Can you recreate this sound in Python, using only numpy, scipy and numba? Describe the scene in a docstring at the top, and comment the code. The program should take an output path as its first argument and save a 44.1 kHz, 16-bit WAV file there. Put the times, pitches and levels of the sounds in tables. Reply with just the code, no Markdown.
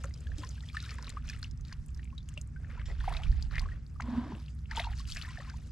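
"""Wading on a tidal flat

Hands rummage in wet mud and legs wade through a thin sheet of water. Air pockets plop, drops and
mud films snap, stirred water fizzes, and air squirts from under a foot. A plastic bucket is dragged
once over the mud, rubbing and booming. Below lie a far drone and light wind on two microphone ports."""
import sys
import numpy as np
from scipy import signal
from scipy.fft import rfft, irfft, next_fast_len
from scipy.io import wavfile
from numba import njit

SR = 44100
rng = np.random.default_rng(int(sys.argv[2]) if len(sys.argv) > 2 else 0)


def file_out(sig):
    """Save sig as 16-bit WAV at sys.argv[1]."""
    # one column per channel
    cols = np.atleast_2d(sig).T
    # limit, then scale
    lim = np.clip(cols, -1, 1)
    pcm = np.round(lim * 32767).astype(np.int16)
    wavfile.write(sys.argv[1], SR, pcm)


N = 251966

# air pockets bursting: t/s, level/dB, f/Hz, fade/ms
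AIR_POCKETS = [(0.043, -31.5, 1330, 0.066), (0.0495, -42.5, 544, 11.3), (0.11, -51, 2010, 2.8),
               (0.27, -47.5, 1660, 6.4), (0.319, -42, 1710, 3), (0.391, -41, 294, 17.5),
               (0.4358, -38.5, 1023, 9.1), (0.4385, -37.5, 1700, 0.52), (1.002, -54, 480, 5.8),
               (0.58, -51, 1600, 3.5), (0.637, -49.5, 1920, 5.4), (0.6886, -38, 3330, 1.4),
               (0.7, -42, 2350, 2.7), (0.7478, -36.5, 1233, 7.5), (0.77, -27, 1770, 6.3),
               (0.8288, -45, 1425, 8), (0.839, -43, 3800, 3.8), (0.8649, -42.5, 1580, 2.1),
               (0.886, -45.5, 1790, 8.7), (0.894, -39, 2420, 1), (0.9854, -37, 1700, 0.44),
               (0.9901, -42, 990, 3.2), (1.069, -39, 3960, 3), (1.081, -37, 2420, 0.66),
               (1.0996, -41.5, 2040, 0.57), (0.841, -48, 1340, 4), (0.91, -49, 1350, 2.6),
               (0.928, -48, 1910, 4), (1.03, -50, 990, 4.5), (1.076, -46, 1110, 4), (1.281, -41, 3170, 0.5),
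               (1.2898, -38.5, 2670, 0.92), (1.2977, -41, 2460, 7.6), (1.299, -40, 1720, 6),
               (1.3338, -37, 2040, 0.33), (1.431, -39.5, 1500, 0.86), (1.445, -35.5, 2810, 1.7),
               (1.7165, -48, 1660, 3), (1.725, -37.5, 1880, 0.16), (1.727, -47.5, 1060, 4.3),
               (1.995, -44.5, 1860, 2), (2.031, -46.5, 2550, 0.33), (2.076, -53.5, 2290, 0.8),
               (2.205, -57, 3500, 6.1), (2.373, -48, 1150, 0.31), (2.18, -38.5, 3810, 4.2),
               (2.3763, -33, 2710, 2.6), (2.3773, -49.5, 593, 9), (2.563, -46.5, 1530, 11.6),
               (2.6471, -45, 1730, 2.5), (2.7795, -46.5, 976, 7.6), (2.797, -37.5, 2030, 0.3),
               (2.816, -46, 1600, 2.9), (2.8992, -46.5, 1940, 9), (3.008, -35.5, 1690, 0.81),
               (3.0809, -25.5, 770, 4.5), (3.107, -36, 940, 3.3), (3.117, -37, 714, 3.7),
               (3.126, -35, 1100, 0.83), (3.1489, -35, 2200, 0.6), (3.1694, -51, 649, 45),
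               (3.172, -38, 2520, 4.7), (3.151, -42, 1280, 2.7), (3.268, -45, 2360, 3.4),
               (3.327, -44, 1820, 2.2), (3.2357, -31.5, 3030, 0.43), (3.61, -43, 1010, 0.5),
               (3.513, -39.5, 1530, 0.36), (3.538, -39, 1780, 2.9), (3.548, -37, 1920, 1.1),
               (3.556, -31, 2010, 1.6), (3.5658, -30.5, 1850, 2.8), (3.582, -23, 2080, 0.15),
               (3.626, -43, 1070, 5.8), (3.6595, -40.5, 1126, 4.9), (3.689, -41.5, 1650, 2.8),
               (3.718, -46.5, 1870, 11), (3.962, -52, 1200, 5), (4.007, -36.5, 840, 1.4),
               (4.0065, -33.5, 2010, 1.5), (4.021, -37.5, 2070, 0.3), (4.322, -42.5, 387, 5.7),
               (4.3234, -37, 960, 0.74), (4.483, -44, 2800, 0.68), (4.7177, -44, 892, 14),
               (4.769, -29, 3300, 1.3), (4.7735, -36, 2920, 4.3), (4.776, -30, 906, 13),
               (4.784, -46, 477, 2.8), (4.7964, -23, 2050, 1.1), (4.8022, -32, 687, 8.5),
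               (4.8203, -42, 3400, 2.2), (4.842, -40, 2710, 7.3), (4.851, -39.5, 940, 8.9),
               (4.872, -33, 910, 5.8), (4.9193, -48, 805, 4.9), (5.003, -46.5, 1110, 7.5),
               (5.1216, -34.5, 3310, 1.7), (5.163, -35, 1800, 0.51), (5.172, -32.5, 2520, 1.2),
               (5.18, -34.5, 2520, 0.73), (5.215, -32, 2930, 0.6), (5.25, -39.5, 1765, 6.2),
               (5.281, -50, 1020, 13), (5.374, -37, 1770, 4.4), (5.29, -45, 1930, 13),
               (5.3857, -44, 710, 4.6), (5.401, -47.5, 560, 6.4), (5.404, -39.5, 1820, 2.1),
               (5.476, -49.5, 1040, 15), (5.501, -42, 1560, 2.9), (5.174, -52, 670, 4.1),
               (5.308, -49, 1025, 8), (5.409, -45, 1110, 3.7), (5.17, -37.5, 1690, 4.3)]
SWELL_CYCLES, PLOP_CLIMB = 2.26, 0.015   # attack; share the pitch climbs over swell plus fade
# bubbles surfacing with an upward chirp: t/s, level/dB, f/Hz, fade/ms, climb/(share per s)
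SURFACING_BUBBLES = [(1.172, -33, 1155, 5.6, 11), (2.129, -52, 1050, 9, 5.6), (3.042, -40, 1065, 5.6, 35),
                     (3.085, -41, 2050, 8.6, 36), (3.1989, -44.5, 728, 17, 9.1),
                     (4.0012, -31.5, 1205, 3.5, 114), (4.7136, -30.5, 1730, 4, 40),
                     (4.934, -44, 1620, 4.4, 130), (5.541, -49.5, 906, 10, 14)]
# drops and mud films snapping: t/s, level/dB, f/Hz
FILM_SNAPS = [(0.0377, -38.5, 7000), (0.044, -43, 6600), (0.055, -46, 7050), (0.096, -53, 7100),
              (0.14, -38.5, 5000), (0.176, -52, 5300), (0.206, -49.5, 7400), (0.27, -45.5, 3200),
              (0.383, -43, 6550), (0.384, -42, 4000), (0.395, -51, 7800), (0.4477, -42.5, 5230.0),
              (0.473, -45, 4830), (0.491, -41, 6400), (0.508, -44, 4900), (0.6069, -44, 3620),
              (0.751, -48, 8000), (0.7684, -37.5, 3970), (0.803, -37.5, 4020), (0.8517, -40.5, 3660),
              (0.8931, -43, 4070.0), (0.9074, -37, 4800), (0.941, -46.5, 7440), (1.026, -39, 5240),
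              (1.045, -41, 4070), (1.0938, -37.5, 7500), (1.096, -42, 3700), (1.102, -43, 6970),
              (1.102, -40, 4200), (1.274, -46, 5700), (1.29, -38.5, 5740), (1.2987, -32, 5100),
              (1.4166, -55, 9200), (1.4289, -34, 4270), (1.44, -41, 5300), (1.4627, -51, 4220.0),
              (1.512, -44.5, 5400), (1.6104, -51.5, 6300), (1.651, -45, 4320), (1.6822, -46.5, 4330),
              (1.727, -38, 4850), (1.7353, -44, 2900), (1.8622, -51, 9100), (1.9468, -47.5, 5360),
              (1.9743, -52, 5800), (2.0445, -51.5, 7450), (2.2892, -50, 2850), (2.289, -39.5, 7100),
              (2.34, -52.5, 6860), (2.414, -37.5, 7000), (2.474, -55, 8200), (2.8154, -51, 3060),
              (3.003, -46, 3380), (3.0942, -47, 9000), (3.1394, -36, 3740), (3.168, -32, 3800),
              (3.3176, -46, 4420), (3.425, -34, 4770), (3.51, -49, 4220), (3.5556, -41, 4700),
              (3.595, -30, 4600), (3.617, -48.5, 8140), (4.008, -44.5, 6500), (4.005, -48, 2790),
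              (4.55, -58, 9300), (4.712, -38, 4740), (4.757, -36, 3290.0), (4.761, -38, 7000),
              (4.799, -26.5, 3380), (4.845, -37, 3780), (4.9965, -41, 4570), (5.006, -58, 7560),
              (5.1013, -35, 4400), (5.106, -46, 7100), (5.1146, -37, 4200), (5.122, -33.5, 4500),
              (5.169, -34, 5240), (5.223, -33, 4100), (5.499, -41, 4900), (0.0394, -43, 2740),
              (0.435, -43.5, 3100), (0.731, -48, 4530), (1.224, -54, 2580), (1.5753, -54.5, 5800),
              (1.884, -52, 7300), (2.054, -52, 2340), (2.103, -54, 2600), (2.259, -59, 4560),
              (3.699, -55, 2870), (3.865, -54, 4500), (4.022, -41.5, 4730), (4.351, -46, 2760),
              (4.3993, -51, 4880), (4.462, -51, 4000), (4.59, -56.5, 4050), (4.6572, -51, 2700),
              (4.928, -45.5, 2860), (4.954, -53.5, 7150), (5.0537, -45.5, 2770), (5.088, -47, 4220),
              (5.3893, -48, 3640), (5.571, -53, 6250), (0.826, -39, 5800), (0.861, -43, 5200),
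              (0.931, -53, 7500), (0.954, -51, 8300), (0.985, -47, 5030), (0.556, -51, 2960),
              (1.89, -55, 2740), (1.905, -58, 7050), (2.229, -57, 4550), (5.289, -53, 7700),
              (2.377, -51, 7500), (1.39, -52, 8000)]

# strokes of hand or leg: t/s, hold/s, bubbling level/dB, then over it slurp/dB, gurgle/dB, fizz/dB
WATER_STROKES = [(0.0, 0.072, -67.5, 6, -6, 1), (0.154, 0.24, -73, 4, -18, 3.5),
                 (0.383, 0.051, -63, 4.5, -17, 2.5), (0.466, 0.22, -72, -16, -2.5, 5.5),
                 (0.748, 0.17, -61, -21, -29, 1), (0.897, 0.26, -62.5, -5.5, -16, -2.5),
                 (1.253, 0.11, -61, -13, -23, 0), (1.435, 0.027, -68.5, -16, -26, -1),
                 (1.654, 0.058, -66.5, -15, -16, -1.5), (1.962, 0.063, -78.5, -4, 0, 2),
                 (2.281, 0.061, -72.5, -18, -19, 0.5), (2.604, 0.065, -74.5, 6.5, -7, -13),
                 (2.702, 0.098, -60.5, -6, -23, -11), (2.886, 0.025, -58, -3, -3.5, -3.5),
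                 (2.99, 0.17, -63, -21, -3, -1.5), (3.087, 0.16, -58.5, -8, -0.5, -3),
                 (3.28, 0.17, -66.5, -33, -3.5, -1), (3.523, 0.093, -56.5, -9.5, -8, -5),
                 (3.653, 0.1, -64, -2, -14, -9), (4.06, 0.26, -62, 2.5, 2.5, -6),
                 (4.352, 0.14, -74, -2.5, -6, 3.5), (4.712, 0.036, -52.5, -32, -19, -7.5),
                 (4.765, 0.041, -48.5, -25, -1.5, 0), (4.85, 0.079, -61, -27, -7, -1.5),
                 (4.973, 0.032, -61.5, -30, -27, 5), (5.079, 0.071, -64.5, -29, -19, 9.5),
                 (5.158, 0.056, -58, -34, -30, 0), (5.234, 0.12, -56.5, -38, -21, -4),
                 (5.386, 0.12, -60.5, -17, -11, -1), (5.557, 0.12, -77.5, 4.5, -8, 7)]
ATTACK_DB_PER_S, RELEASE_DB_PER_S = 897, 197
SPRAY_DB, SPRAY_FOLLOWS = -6.5, 1.66   # spray over the bubbling; dB it gains per dB of fizz offset
# water between strokes: level/dB of slurp, gurgle, bubbling, fizz and spray
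CALM_WATER_DB = [-104, -109, -79.5, -84, -79.5]

# resonances of the air squirt: f/Hz, width/Hz, level/dB
SQUIRT_RESONANCES = [(1780, 670, 2.5), (3400, 1100, 2.5), (5350, 770, 1.5), (7200, 380, -1)]
SQUIRT_START_S, SQUIRT_DB, SQUIRT_FADE_S = 2.8562, -57.5, 0.021

# friction of the bucket on the mud: t/s, level/dB
DRAG_FRICTION = [(4.02, -63.5), (4.06, -63), (4.174, -55.5), (4.34, -65.5), (4.42, -78)]
# resonances of its hollow body: f/Hz, width/Hz, level/dB
BUCKET_MODES = [(235.7, 41, 13), (311, 32, 2), (685, 280, -1), (980, 230, 4.5), (1510, 290, -3),
                (2900, 1700, -7.5), (6500, 1600, -25)]
# its booms as it lurches: t/s, level/dB, f/Hz, swell and fade/ms
BUCKET_LURCHES = [(4.0931, -31, 236, 12), (4.1357, -32.5, 230, 9.3), (4.1862, -21.5, 239, 11.3),
                  (4.2661, -41, 270, 11), (4.306, -36, 265, 5.4), (4.337, -31.5, 218, 7.8)]

# gusts on the ports: t/s, level/dB
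GUSTS = [(0, -55.5), (0.35, -40.5), (0.6, -60), (1.4, -45), (2.1, -50), (2.6, -48), (2.9, -38.5),
         (3.22, -39.5), (3.31, -26), (3.42, -33), (3.5, -36), (3.62, -31), (3.8, -49), (4.05, -49.5),
         (4.45, -54.5), (5.05, -37), (5.3, -46), (5.71, -48.5)]
# noise bands of the far drone: f/Hz, width/Hz, level/dB
DRONE_BANDS = [(62.5, 8.7, -4.5), (75.4, 15.7, -2.5), (103.5, 14.4, -6), (129.3, 17.3, -10.5),
               (155.1, 16.2, -15.5), (206.5, 25, -22)]
# steadier tones in the drone: f/Hz, wander/Hz, level/dB
HUM_TONES = [(62.33, 1.524, 2), (150, 1.52, -8.5), (235.4, 2.52, -23)]
# far noise of the flat: f/Hz, level/dB
AIR_SPECTRUM = [(59, -36), (100, 1.5), (172, -16.5), (225, -7.5), (277, -16.5), (371, -27.5), (612, -36.5),
                (1660, -35), (2570, -45), (3700, -49), (5800, -45), (8300, -57), (9100, -60), (12000, -68),
                (14500, -84)]
# how alike that noise is left and right: f/Hz, likeness/(0 to 1)
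AIR_COHERENCE = [(30, 1), (300, 0.8), (2000, 0.074), (6000, 0.57), (12000, 0.17)]
DRONE_DB, AIR_DB = -41.5, -55.5

# colour of the ports: f/Hz, left minus right level/dB
PORT_TILT = [(60, -1.5), (130, 2.5), (290, -2.7), (630, -0.5), (1370, 1.5), (2990, 2), (6540, 2.5),
             (14300, 0)]
# phase between the ports: f/Hz, lead of the left/rad
PORT_LEAD = [(30, 0.12), (600, -0.4), (1200, -0.037), (2410, -0.64), (4820, -0.58), (5940, -1.38),
             (6720, -0.4), (12100, -0.56), (14500, -1.1)]
CUTOFF_HZ = 14850


def plops():
    """Air pockets ring with a slight climb and a rough tail; surfacing bubbles chirp. Both spatter."""
    s, level_db, hz, fade_ms = np.transpose(AIR_POCKETS)
    swell, fade = SWELL_CYCLES / hz, fade_ms / 1000
    pockets = rings(s, from_db(level_db), hz, swell, fade, PLOP_CLIMB / (swell + fade))
    s, level_db, hz, fade_ms, climb = np.transpose(SURFACING_BUBBLES)
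    chirps = rings(s, from_db(level_db), hz, SWELL_CYCLES / hz, fade_ms / 1000, climb)
    tails = spatter(AIR_POCKETS, width_share=0.24, gain_db=-19, fade_s=0.012)
    droplets = spatter(AIR_POCKETS + SURFACING_BUBBLES, width_share=0.78, gain_db=-9.5, fade_s=0.0035)
    return pockets + chirps + tails + droplets


def snaps():
    """Drops and mud films snap: a ring of a few cycles, a bright tick and a short hiss."""
    s, level_db, hz = np.transpose(FILM_SNAPS)
    body = rings(s, from_db(level_db + 2.5), hz, swell_s=1.02 / hz, fade_s=3.2 / hz)
    tick_db = level_db - 26 + rng.normal(0, 7.0, len(s))
    ticks = rings(s, from_db(tick_db), hz=12000, swell_s=0.00008, fade_s=0.00019)
    wide_hiss = spatter(FILM_SNAPS, width_share=0.57, gain_db=-6.5, fade_s=0.0032)
    tight_hiss = spatter(FILM_SNAPS, width_share=0.24, gain_db=-7, fade_s=0.0016)
    return body + ticks + wide_hiss + tight_hiss


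def spatter(events, width_share, gain_db, fade_s):
    """Thrown droplets land: a puff of noise around each event's pitch."""
    out, longest = np.zeros(N), 2600
    t = np.arange(min(int(7 * fade_s * SR), longest)) / SR
    envelope = np.exp(-t / fade_s) * (1 - np.exp(-t / 0.001))
    for (s, level_db, hz, *_), noise in zip(events, rng.standard_normal((len(events), longest))):
        hiss = rms_one(resonate(noise[:len(t)], hz, width_share * hz))
        add(out, s - .0007, from_db(level_db + gain_db) * hiss * envelope)
    return out


def stirred_water():
    """Strokes stir five bubble layers, from mud slurp to fine spray, roughened by crackle and wash."""
    tear, wash = crackle(per_s=220, spread_db=2.5), rng.standard_normal(N)
    slurp = bubbles(300, 360, 680, cycles=1.1, spread_db=4.5, clump_db=2.0, climb_per_s=5.4)
    gurgle = bubbles(250, 661, 1028, cycles=3.1, spread_db=5.5, clump_db=4.0, climb_per_s=5.1)
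    bubbling = bubbles(1100, 1152, 2660, cycles=2.6, spread_db=6.0, clump_db=4.5, climb_per_s=13.0)
    fizz = bubbles(900, 2385, 5920, cycles=3.6, spread_db=3.0, clump_db=4.0, climb_per_s=40.0)
    spray = bubbles(1500, 4600, 8400, cycles=3.6, spread_db=4.5, clump_db=5.0, climb_per_s=3.7)
    gurgle += 0.33 * rms_one(band(band(tear, 650, 980), 650, 980))
    bubbling += 0.69 * rms_one(band(band(tear, 1050, 2380), 1050, 2380))
    bubbling += 0.38 * rms_one(band(wash, 1380, 2880))
    fizz += 0.31 * rms_one(band(tear, 3300, 4600))
    fizz += 0.22 * rms_one(band(wash, 2500, 5200))
    spray += 0.35 * rms_one(band(band(tear, 6500, 11600), 6500, 13500))
    spray += 0.18 * rms_one(band(wash, 7800, 9000))
    spray += 0.07 * bubbles(100, 10000, 13500, cycles=1.5, spread_db=16.5, clump_db=7.0, climb_per_s=0.)
    layers = np.array([slurp, gurgle, bubbling, fizz, spray])
    return np.sum(stroke_envelopes() * layers, axis=0)


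def stroke_envelopes():
    """One gain per water layer: each stroke swells, holds and ebbs; powers add over the calm water."""
    start, hold, db, slurp_db, gurgle_db, fizz_db = np.transpose(WATER_STROKES)
    t = np.arange(0, N + 64, 64)[:, None] / SR
    attack_db = -ATTACK_DB_PER_S * np.maximum(start - t, 0)
    release_db = -RELEASE_DB_PER_S * np.maximum(t - start - hold, 0)
    shape = from_db(attack_db + release_db)
    spray_db = SPRAY_DB + SPRAY_FOLLOWS * fizz_db
    held = from_db([db + slurp_db, db + gurgle_db, db, db + fizz_db, db + spray_db])
    gains = np.sqrt(shape ** 2 @ held.T ** 2 + from_db(CALM_WATER_DB) ** 2)
    return np.array([np.interp(np.arange(N) / SR, t[:, 0], gain) for gain in gains.T])


def bubbles(per_s, low_hz, high_hz, cycles, spread_db, clump_db, climb_per_s):
    """Small bubbles ring in random clumps, uneven in size, pitch and length; rms 1."""
    born = rng.random(N) < per_s * from_db(clump_db * drift(20)) / SR
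    pitch, size, length, climb = rng.random((N, 4))[born].T
    hz = low_hz * (high_hz / low_hz) ** pitch
    height = from_db(-spread_db * np.log(np.maximum(size, .03)))
    fade = cycles * (0.071 + 2.83 * length) / hz
    return rms_one(rings(np.flatnonzero(born) / SR, height, hz, 0.13 * fade, fade, climb_per_s * climb))


def crackle(per_s, spread_db):
    """Thin films tear: broadband clicks a few milliseconds long over a steady wet hiss; rms 1."""
    born = rng.random(N) < per_s * from_db(4.0 * drift(12)) / SR
    sizes = from_db(spread_db * np.minimum(rng.exponential(1, N), 3.0))
    decay = np.exp(-1 / (0.0022 * SR))
    envelope = signal.lfilter([1], [1, -decay], born * sizes + 1e-18)
    return rms_one((rms_one(envelope) + 0.14) * rng.standard_normal(N))


def squirt():
    """Air squirts from under the foot as it pulls free: a sudden rasp in a few bands, dying away."""
    t = np.arange(N) / SR - SQUIRT_START_S
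    jet = (t > 0) * np.exp(-np.maximum(t, 0) / SQUIRT_FADE_S) * from_db(SQUIRT_DB)
    return jet * noise_bands(SQUIRT_RESONANCES)


def bucket():
    """Friction with the mud drives the hollow body's resonances; lurches make it boom."""
    friction = from_db(level_curve(DRAG_FRICTION)) * rng.standard_normal(N)
    rub = sum(from_db(db) * resonate(friction, hz, width) * np.sqrt(SR / width)
              for hz, width, db in BUCKET_MODES)
    s, level_db, hz, ms = np.transpose(BUCKET_LURCHES)
    booms = rings(s, from_db(level_db), hz, swell_s=ms / 1000, fade_s=ms / 1000)
    return rub + booms


def wind():
    """Gusts press on the ports: a lumpy rumble with a thud above it, mostly shared, leaning right."""
    pressure = band(rng.standard_normal((3, N)), 20, 214)
    shared, left, right = (rms_one(band(p, 26.4, 63.7) + 0.17 * band(p, 101, 122.3)) for p in pressure)
    gust = from_db(level_curve(GUSTS) + 1.1 * drift(10))
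    return gust * np.array([shared + 0.5 * left, shared + 0.31 * right]) * from_db([[-3.1], [2.4]])


def drone():
    """A far hum: narrow low noise bands with slightly wandering tones running through them."""
    hum = noise_bands(DRONE_BANDS)
    for hz, wander_hz, db in HUM_TONES:
        gain = from_db(db + 1.3 * drift(3.9))
        pitch_hz = hz + wander_hz * drift(2.94)
        hum += gain * np.sin(2 * np.pi * np.cumsum(pitch_hz) / SR)
    return from_db(DRONE_DB) * rms_one(hum)


def air():
    """A bed of far noise from the open flat, centred in the bass and wider above."""
    hz = np.fft.rfftfreq(N, 1 / SR)
    alike = np.clip(at_hz(AIR_COHERENCE, hz), 0, 1)
    mid, side = rfft(rng.standard_normal((2, N))) * from_db(at_hz(AIR_SPECTRUM, hz))
    stereo = irfft(np.sqrt(1 + alike) * mid + np.sqrt(1 - alike) * side * [[1], [-1]], N)
    return from_db(AIR_DB) * rms_one(stereo)


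def scatter(x):
    """Drops fall all over the wet patch: a side signal that throws the treble left and right."""
    treble = from_db(-13.5) * band(x, 3070, 8500)
    sparkle = from_db(-7.0) * band(band(x, 9000, 15000), 9000, 15000)
    return (treble + sparkle) * drift(150) * [[1], [-1]]


def ports(x):
    """The two microphone ports colour and phase-shift one source differently."""
    size = next_fast_len(N + 2048)
    hz = np.fft.rfftfreq(size, 1 / SR)
    left = from_db(at_hz(PORT_TILT, hz) / 2) * np.exp(.5j * at_hz(PORT_LEAD, hz))
    return irfft(rfft(x, size) * np.array([left, 1 / left]), size)[:, :N]


def rings(s, height, hz, swell_s, fade_s, climb_per_s=0.):
    """Sine pings with random phases, peaking at the times s."""
    out, phase = np.zeros(N), rng.uniform(0, 2 * np.pi, len(s))
    rows = np.column_stack(np.broadcast_arrays(s, height, hz, swell_s, fade_s, climb_per_s, phase))
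    add_rings(out, rows, float(SR))
    return out


@njit
def add_rings(out, rows, sr):
    """Each gliding sine swells as a bell curve, then loses 10 dB per fade time."""
    for k in range(len(rows)):
        at, height, hz, swell, fade, climb, phase = rows[k]
        for i in range(max(int((at - 2 * swell) * sr), 0), min(int((at + 5 * fade) * sr), len(out))):
            t = i / sr - at
            shape = np.exp(-1.15 * (t / swell) ** 2) if t < 0 else np.exp(-1.15 * t / fade)
            out[i] += height * shape * np.sin(phase + 2 * np.pi * hz * (t + climb * t * t / 2))


def noise_bands(bands):
    """One white noise through parallel resonances."""
    white = rng.standard_normal(N)
    return sum(from_db(db) * rms_one(resonate(white, hz, width)) for hz, width, db in bands)


def resonate(x, hz, width_hz):
    """Two like resonators in series, unity gain at the peak."""
    r = np.exp(-np.pi * width_hz / SR)
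    b = np.array([1, 0, -1]) * (1 - r * r) / 2
    a = [1, -2 * r * np.cos(2 * np.pi * hz / SR), r * r]
    return signal.lfilter(b, a, signal.lfilter(b, a, x))


def band(x, low_hz, high_hz):
    return signal.sosfilt(signal.butter(2, [low_hz, high_hz], "band", fs=SR, output="sos"), x)


def drift(rate_hz):
    """A smooth random modulator, rms about 1."""
    step = 40
    r = np.exp(-2 * np.pi * rate_hz * step / SR)
    slow = signal.lfilter([1], [1, -2 * r, r * r], rng.standard_normal(N // step + 2002))[2000:]
    return np.interp(np.arange(N) / step, np.arange(len(slow)), rms_one(slow))


def level_curve(points):
    """A fader ride in dB, silent outside its points."""
    s, db = np.transpose(points)
    return np.interp(np.arange(N) / SR, s, db, left=-120, right=-120)


def at_hz(points, hz):
    """A curve read along a log frequency axis."""
    point_hz, values = np.transpose(points)
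    return np.interp(np.log(hz + 1), np.log(point_hz + 1), values)


def add(out, s, sound):
    i = max(round(s * SR), 0)
    out[i:i + len(sound)] += sound[:N - i]


def from_db(db):
    return 10 ** (np.asarray(db) / 20)


def rms_one(x):
    return x / np.sqrt(np.mean(x ** 2) + 1e-20)


def scene():
    """Mud, water and bucket up close, over a bed of drone, wind and air."""
    near = plops() + snaps() + stirred_water() + squirt() + bucket()
    return ports(near + drone()) + scatter(near) + wind() + air()


def record(dry):
    """A steep high cut takes off the very top."""
    return signal.sosfilt(signal.cheby2(12, 70, CUTOFF_HZ, fs=SR, output="sos"), dry)


dry = scene()
out = record(dry)
file_out(out)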